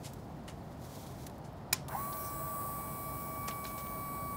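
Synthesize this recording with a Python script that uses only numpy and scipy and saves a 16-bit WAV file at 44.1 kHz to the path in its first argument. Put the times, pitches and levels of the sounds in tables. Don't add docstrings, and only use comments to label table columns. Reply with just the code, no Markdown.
import sys
import numpy as np
from scipy import signal
from scipy.fft import rfft, irfft, next_fast_len
from scipy.io import wavfile
from scipy.ndimage import map_coordinates

SR = 44100
rng = np.random.default_rng(int(sys.argv[2]) if len(sys.argv) > 2 else 0)


def bounce(signal):
    frames = np.transpose(np.atleast_2d(signal))
    limited = np.clip(frames, -1, 1)
    pcm = np.round(limited * 32767).astype(np.int16)
    wavfile.write(sys.argv[1], SR, pcm)


N = 192364
TIME = np.arange(N) / SR
START_S = 1.8825
RUNNING_S = np.clip(TIME - START_S, 0, None)


def pump():
    turns = shaft_turns()
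    settled = np.clip((TIME - 1.96) / 0.06, 0, 1)
    locked = whine(turns) + settled * shaft_lines(turns) + brushes(turns, settled)
    return locked + housing() + gulps() + sputter()


def shaft_turns():
    top_hz, sag_hz_per_s = 95.83, .47
    kick_hz, kick_s, creep_hz, creep_s = 59, .046, 11.7, .07
    missing_hz = kick_hz * np.exp(-(RUNNING_S / kick_s) ** 1.5) + creep_hz * np.exp(-RUNNING_S / creep_s)
    wobble_turns = 0.00095 * drift(8.2)
    return np.cumsum(top_hz - sag_hz_per_s * RUNNING_S - missing_hz) / SR + wobble_turns


def whine(turns, order=12):
    # time_s, whine_db, octave_db
    contour = [(1.89, -58, -71), (1.94, -34, -58), (1.99, -38, -64), (2.05, -41.5, -61), (2.12, -43, -70),
               (2.18, -44, -63), (2.3, -45, -64), (2.61, -41, -72), (2.71, -43, -73), (2.8, -44.5, -62),
               (2.94, -47, -61.5), (3.09, -44.5, -60), (3.28, -46, -60.5), (3.46, -42, -55),
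               (3.71, -46.5, -57.5), (4.25, -42, -58.5), (4.36, -42.5, -59)]
    whine_db, octave_db = in_time(contour, left=-120)
    phase = 2 * np.pi * order * turns
    tones = from_db(whine_db) * np.sin(phase) + from_db(octave_db) * np.sin(2 * phase)
    up_to_speed = np.clip((TIME - 1.93) / 0.12, 0, 1)
    return np.sqrt(2 * up_to_speed) * tones


def shaft_lines(turns):
    # cycles_per_turn, level_db, best_time_s
    lines = [(9, -60, 2.4), (11, -64, 2.8), (16, -65, 2.3), (18, -71, 2.3), (21, -72, 2.7), (36, -74, 2.4),
             (42, -73, 4.0), (43, -73, 2.2), (48, -69, 4.25), (54, -73, 3.3), (66, -72, 3.7),
             (72, -75, 2.6), (83, -62, 2.25), (87, -62, 2.7), (88, -65, 2.9), (90, -67, 4.0),
             (93, -67, 2.5), (95, -68, 4.1), (99, -66, 4.0), (107, -66, 3.8), (111, -64, 2.8),
             (115, -62, 2.95), (117, -62, 2.35), (119, -62, 3.1), (123, -63, 2.4), (131, -66, 2.6),
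             (135, -65, 2.25), (147, -62, 2.6), (148, -64, 2.65), (149, -61, 2.5), (151, -61, 2.9),
             (152, -59, 3.2), (153, -59, 3.9), (155, -60, 2.3), (159, -59, 2.5), (160, -59, 2.5),
             (161, -61, 2.3), (163, -59, 2.5), (164, -58, 2.45)]
    # time_s, centre_hz
    bright_band = [(2.3, 15650), (2.65, 15550), (2.9, 14900), (3.1, 14300), (3.4, 14100), (4.36, 14800)]
    bright_db, bright_width_hz = 4.5, 140
    fall_db_per_s, depth_db, flicker_db = 11, 7.5, 2.5
    bright_hz = in_time(bright_band)[0]
    shaft_hz = np.gradient(turns) * SR
    out = np.zeros(N)
    for order, db, best_s in lines:
        lift_db = bright_db * np.exp(-((order * shaft_hz - bright_hz) / bright_width_hz) ** 2)
        away_db = np.minimum(fall_db_per_s * np.abs(TIME - best_s), depth_db)
        level = from_db(db - away_db + lift_db + flicker_db * drift(3.2))
        out += level * np.sin(2 * np.pi * order * turns + rng.uniform(0, 2 * np.pi))
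    return np.sqrt(2) * out


def brushes(turns, settled):
    # frequency_hz, relative_density_db
    spectrum = [(1530, -52), (2600, -50), (3140, -36), (3830, -49), (4130, -8), (4290, -21), (4920, -18),
                (5230, -12.5), (6570, -18.5), (8200, -8), (9610, -9), (10900, -5.5), (13200, -6.5),
                (15100, 1), (16000, -4.5)]
    spots, repeat_share = 464, 0.69
    level_db, rise_s, surge_db, surge_s, fade_db_per_s = -47.5, 0.1, 4.5, 0.31, 1.5
    tracks = rng.standard_normal((6, spots))
    spot = (turns % 1) * spots
    weights = np.array([drift(2.5) for _ in tracks])
    weights /= np.linalg.norm(weights, axis=0)
    roughness = sum(weight * np.interp(spot, np.arange(spots), track, period=spots)
                    for weight, track in zip(weights, tracks))
    periodic = rms_one(signal.lfilter([1, -.5], [1], roughness))
    share = repeat_share * settled
    scrape = np.sqrt(share) * periodic + np.sqrt(1 - share) * rng.standard_normal(N)
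    hiss_db = level_db + surge_db * np.exp(-RUNNING_S / surge_s) - fade_db_per_s * RUNNING_S
    onset = np.clip(RUNNING_S / rise_s, 0, 1) ** .5
    return onset * from_db(hiss_db) * coloured(ground_echo(scrape), spectrum)


def ground_echo(x, delay_s=.0007, wander_s=.00005, gain=.3):
    emitted_s = TIME - delay_s - wander_s * drift(0.45)
    return rms_one(x + gain * map_coordinates(x, [emitted_s * SR], order=3))


def housing(level_db=-50, fade_db_per_s=2, waver_db=1):
    # frequency_hz, width_hz, relative_db
    modes = [(646, 8, 5.5), (787, 17, 1.5), (862, 21, 1), (1025, 86, 3.5), (1590, 68, -31),
             (2030, 200, -39)]
    flow = rng.standard_normal(N)
    drone = sum(from_db(db) * rms_one(resonance(flow, hz, width)) for hz, width, db in modes)
    drone_db = level_db - fade_db_per_s * RUNNING_S + waver_db * drift(9.0)
    return (RUNNING_S > 0) * from_db(drone_db) * rms_one(drone)


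def gulps():
    # start_s, unfiltered_db, t60_s, centre_hz
    jolts = [(1.884, -31, 0.64, 1070), (1.901, -35.5, 0.57, 1630), (1.922, -18, 0.04, 816),
             (1.946, -15.5, 0.095, 830)]
    return sum(around(burst(s, db, rise_s=0.0052, t60_s=t60), hz, octaves=0.53) for s, db, t60, hz in jolts)


def sputter():
    return around(burst(2.15, -42.5, rise_s=0.12, t60_s=0.26), hz=5700, octaves=.25)


def whistles(ramp_s=.003):
    # start_s, length_s, pitch_hz, level_db
    tones = [(2.17, .02, 13700, -50), (2.18, 0.048, 11750, -48), (2.243, 0.023, 8450, -47.5)]
    out = np.zeros(N)
    for s, length, hz, db in tones:
        gate = np.clip(np.minimum(TIME - s, s + length - TIME) / ramp_s, 0, 1)
        out += from_db(db) * gate * np.sin(2 * np.pi * hz * TIME)
    return out


def switch():
    # start_s, level_db
    snaps = [(1.7272, -29), (1.7291, -30.5), (1.7300, -21.5), (1.7315, -33), (1.736, -33), (1.742, -37)]
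    # frequency_hz, gain_db, t60_s
    modes = [(860, -20, 0.14), (1044, -14, 0.079), (1480, -12, 0.016), (1980, -14, 0.035),
             (2375, 2.5, 0.011), (3940, -11.5, 0.023), (5160, -4.5, 0.029), (5920, -6.5, 0.019),
             (6790, -2, 0.02), (7370, -24, .025), (9090, -3.5, 0.014), (10600, -17, 0.017),
             (13700, -13, 0.017)]
    snap_s, snap_db = np.transpose(snaps)
    at = np.round(snap_s * SR).astype(int)
    signs = (-1) ** np.arange(1, len(at) + 1)
    ring = np.zeros(N)
    for hz, gain_db, t60 in modes:
        impulses = np.zeros(N)
        impulses[at] = signs * from_db(snap_db + gain_db + rng.normal(0, 0.6, len(at)))
        r, w = from_db(-60 / (t60 * SR)), 2 * np.pi * hz / SR
        ring += signal.lfilter([0, np.sin(w)], [1, -2 * r * np.cos(w), r * r], impulses + 1e-18)
    ring = band(ring, low_hz=750, high_hz=19200)
    rattle = around(burst(1.734, -43.5, rise_s=.004, t60_s=0.45), hz=5300, octaves=0.17)
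    crack = band(burst(1.728, -17, rise_s=0.0022, t60_s=0.021), low_hz=3640, high_hz=17600)
    tail = band(burst(1.732, -37, rise_s=0.0021, t60_s=0.23), low_hz=885, high_hz=7300)
    return ring + rattle + crack + tail


def relay():
    return band(burst(START_S, -39, rise_s=0.00088, t60_s=0.035), low_hz=2800, high_hz=16000)


def rider():
    # start_s, unfiltered_db, rise_s, t60_s, low_hz
    scuffs = [(0.03, -42.5, .027, 0.17, 2000), (0.476, -46, .004, 0.15, 1190), (.72, -62, .008, .06, 3000),
              (.805, -64, 0.014, 0.17, 5000), (1.063, -48, 0.0027, 0.051, 1500),
              (1.44, -55, 0.0086, 0.17, 2500), (3.475, -35.5, 0.0068, 0.082, 890),
              (3.641, -42, 0.0027, .04, 2500), (3.662, -46.5, 0.0055, 0.24, 1990),
              (3.772, -46, 0.014, 0.17, 1500)]
    # start_s, unfiltered_db, t60_s, centre_hz
    knocks = [(.478, -38, 0.12, 1800), (3.482, -26, 0.065, 880), (3.506, -38, 0.07, 2200),
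              (3.648, -29, 0.034, 1400), (3.865, -41, 0.021, 2190)]
    # start_s, unfiltered_db, t60_s, low_hz, high_hz
    ticks = [(.133, -45, .03, 5000, 16000), (1.2646, -40, 0.037, 1490, 16000),
             (1.297, -49, .014, 2500, 11000), (1.315, -68, .015, 7000, 12000),
             (1.361, -63, .015, 6000, 14000), (1.381, -56, .02, 5000, 16000),
             (1.412, -62, .015, 2500, 8000), (1.53, -59, .011, 10000, 14000),
             (2.126, -39.5, 0.05, 3300, 5600), (2.169, -44, .03, 3000, 8000),
             (3.652, -28.5, 0.019, 3500, 4640)]
    grit = from_db(2.03 * drift(280))
    out = sum(band(burst(s, db, rise, t60), low, high_hz=9900) for s, db, rise, t60, low in scuffs)
    for s, db, t60, hz in knocks:
        out += around(burst(s, db, rise_s=0.0033, t60_s=t60), hz, octaves=1.52)
    for s, db, t60, low, high in ticks:
        out += band(burst(s, db, rise_s=0.0016, t60_s=t60), low, high)
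    return grit * out


def cloth():
    # time_s, level_db
    contour = [(0.0, -63.5), (0.344, -70), (0.79, -68), (0.82, -58.5), (0.87, -58.5), (0.95, -55),
               (1.09, -57.5), (1.13, -60.5), (1.24, -58.5), (1.29, -68), (1.5, -72), (1.7, -72)]
    # frequency_hz, relative_density_db
    spectrum = [(1180, -48), (2000, -2.5), (2880, -8.5), (3200, -2.5), (6640, -2.5), (8550, -5.5),
                (15100, -5.5), (16000, -7)]
    rustle_db = in_time(contour)[0] + 1.1 * drift(35)
    return from_db(rustle_db) * coloured(rng.standard_normal(N), spectrum)


def traffic(rumble_db=-45.5, hum_db=-54.5, hum_hz=138.2, width_hz=15.8, growth_db_per_s=0.28):
    # frequency_hz, relative_density_db
    spectrum = [(21, -41), (35, -9), (60, -1.5), (156, 0), (477, -12), (715, -9), (1420, -23),
                (1650, -25.5), (2480, -34), (5300, -39), (6020, -63), (10300, -61), (15000, -66)]
    hum = resonance(rng.standard_normal(N), hum_hz, width_hz)
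    hum = from_db(hum_db) * rms_one(resonance(hum, hum_hz, width_hz))
    rumble = from_db(rumble_db) * coloured(rng.standard_normal(N), spectrum)
    return from_db(growth_db_per_s * (TIME - 2.5)) * (rumble + hum)


def burst(start_s, level_db, rise_s, t60_s):
    t = TIME - start_s
    decay_db = 60 * np.clip(t - rise_s, 0, None) / t60_s
    return np.clip(t / rise_s, 0, 1) * from_db(level_db - decay_db) * rng.standard_normal(N)


def drift(rate_hz):
    hop, run_in = 40, 2000
    r = np.exp(-2 * np.pi * rate_hz * hop / SR)
    slow = signal.lfilter([1], [1, -2 * r, r * r], rng.standard_normal(N // hop + run_in + 2))[run_in:]
    return np.interp(np.arange(N) / hop, np.arange(len(slow)), rms_one(slow))


def coloured(x, spectrum):
    size = next_fast_len(N)
    hz, db = np.transpose(spectrum)
    bin_hz = np.arange(size // 2 + 1) * SR / size
    gain = from_db(np.interp(np.log(bin_hz + 1), np.log(hz), db))
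    return rms_one(irfft(rfft(x, size) * gain, size)[:N])


def resonance(x, hz, width_hz):
    r = np.exp(-np.pi * width_hz / SR)
    feedback = [1, -2 * r * np.cos(2 * np.pi * hz / SR), r * r]
    return signal.lfilter(np.array([1, 0, -1]) * (1 - r * r) / 2, feedback, x)


def band(x, low_hz, high_hz):
    sos = signal.butter(2, [low_hz, min(high_hz, .45 * SR)], "band", fs=SR, output="sos")
    return signal.sosfilt(sos, x + 1e-18)


def around(x, hz, octaves):
    return band(x, hz * 2 ** (-octaves / 2), hz * 2 ** (octaves / 2))


def in_time(rows, **outside):
    times, *columns = np.transpose(rows)
    return [np.interp(TIME, times, column, **outside) for column in columns]


def from_db(db):
    return 10 ** (np.asarray(db) / 20)


def rms_one(x):
    return x / np.sqrt(np.mean(x ** 2) + 1e-20)


def scene():
    return (pump() + whistles() + switch() + relay() + rider() + cloth() + traffic())[None]


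def record(dry):
    low_hz, high_hz = 40, 15720
    dry = signal.sosfilt(signal.butter(5, low_hz, "high", fs=SR, output="sos"), dry)
    return signal.sosfilt(signal.ellip(10, .3, 55, high_hz, fs=SR, output="sos"), dry)


dry = scene()
out = record(dry)
bounce(out)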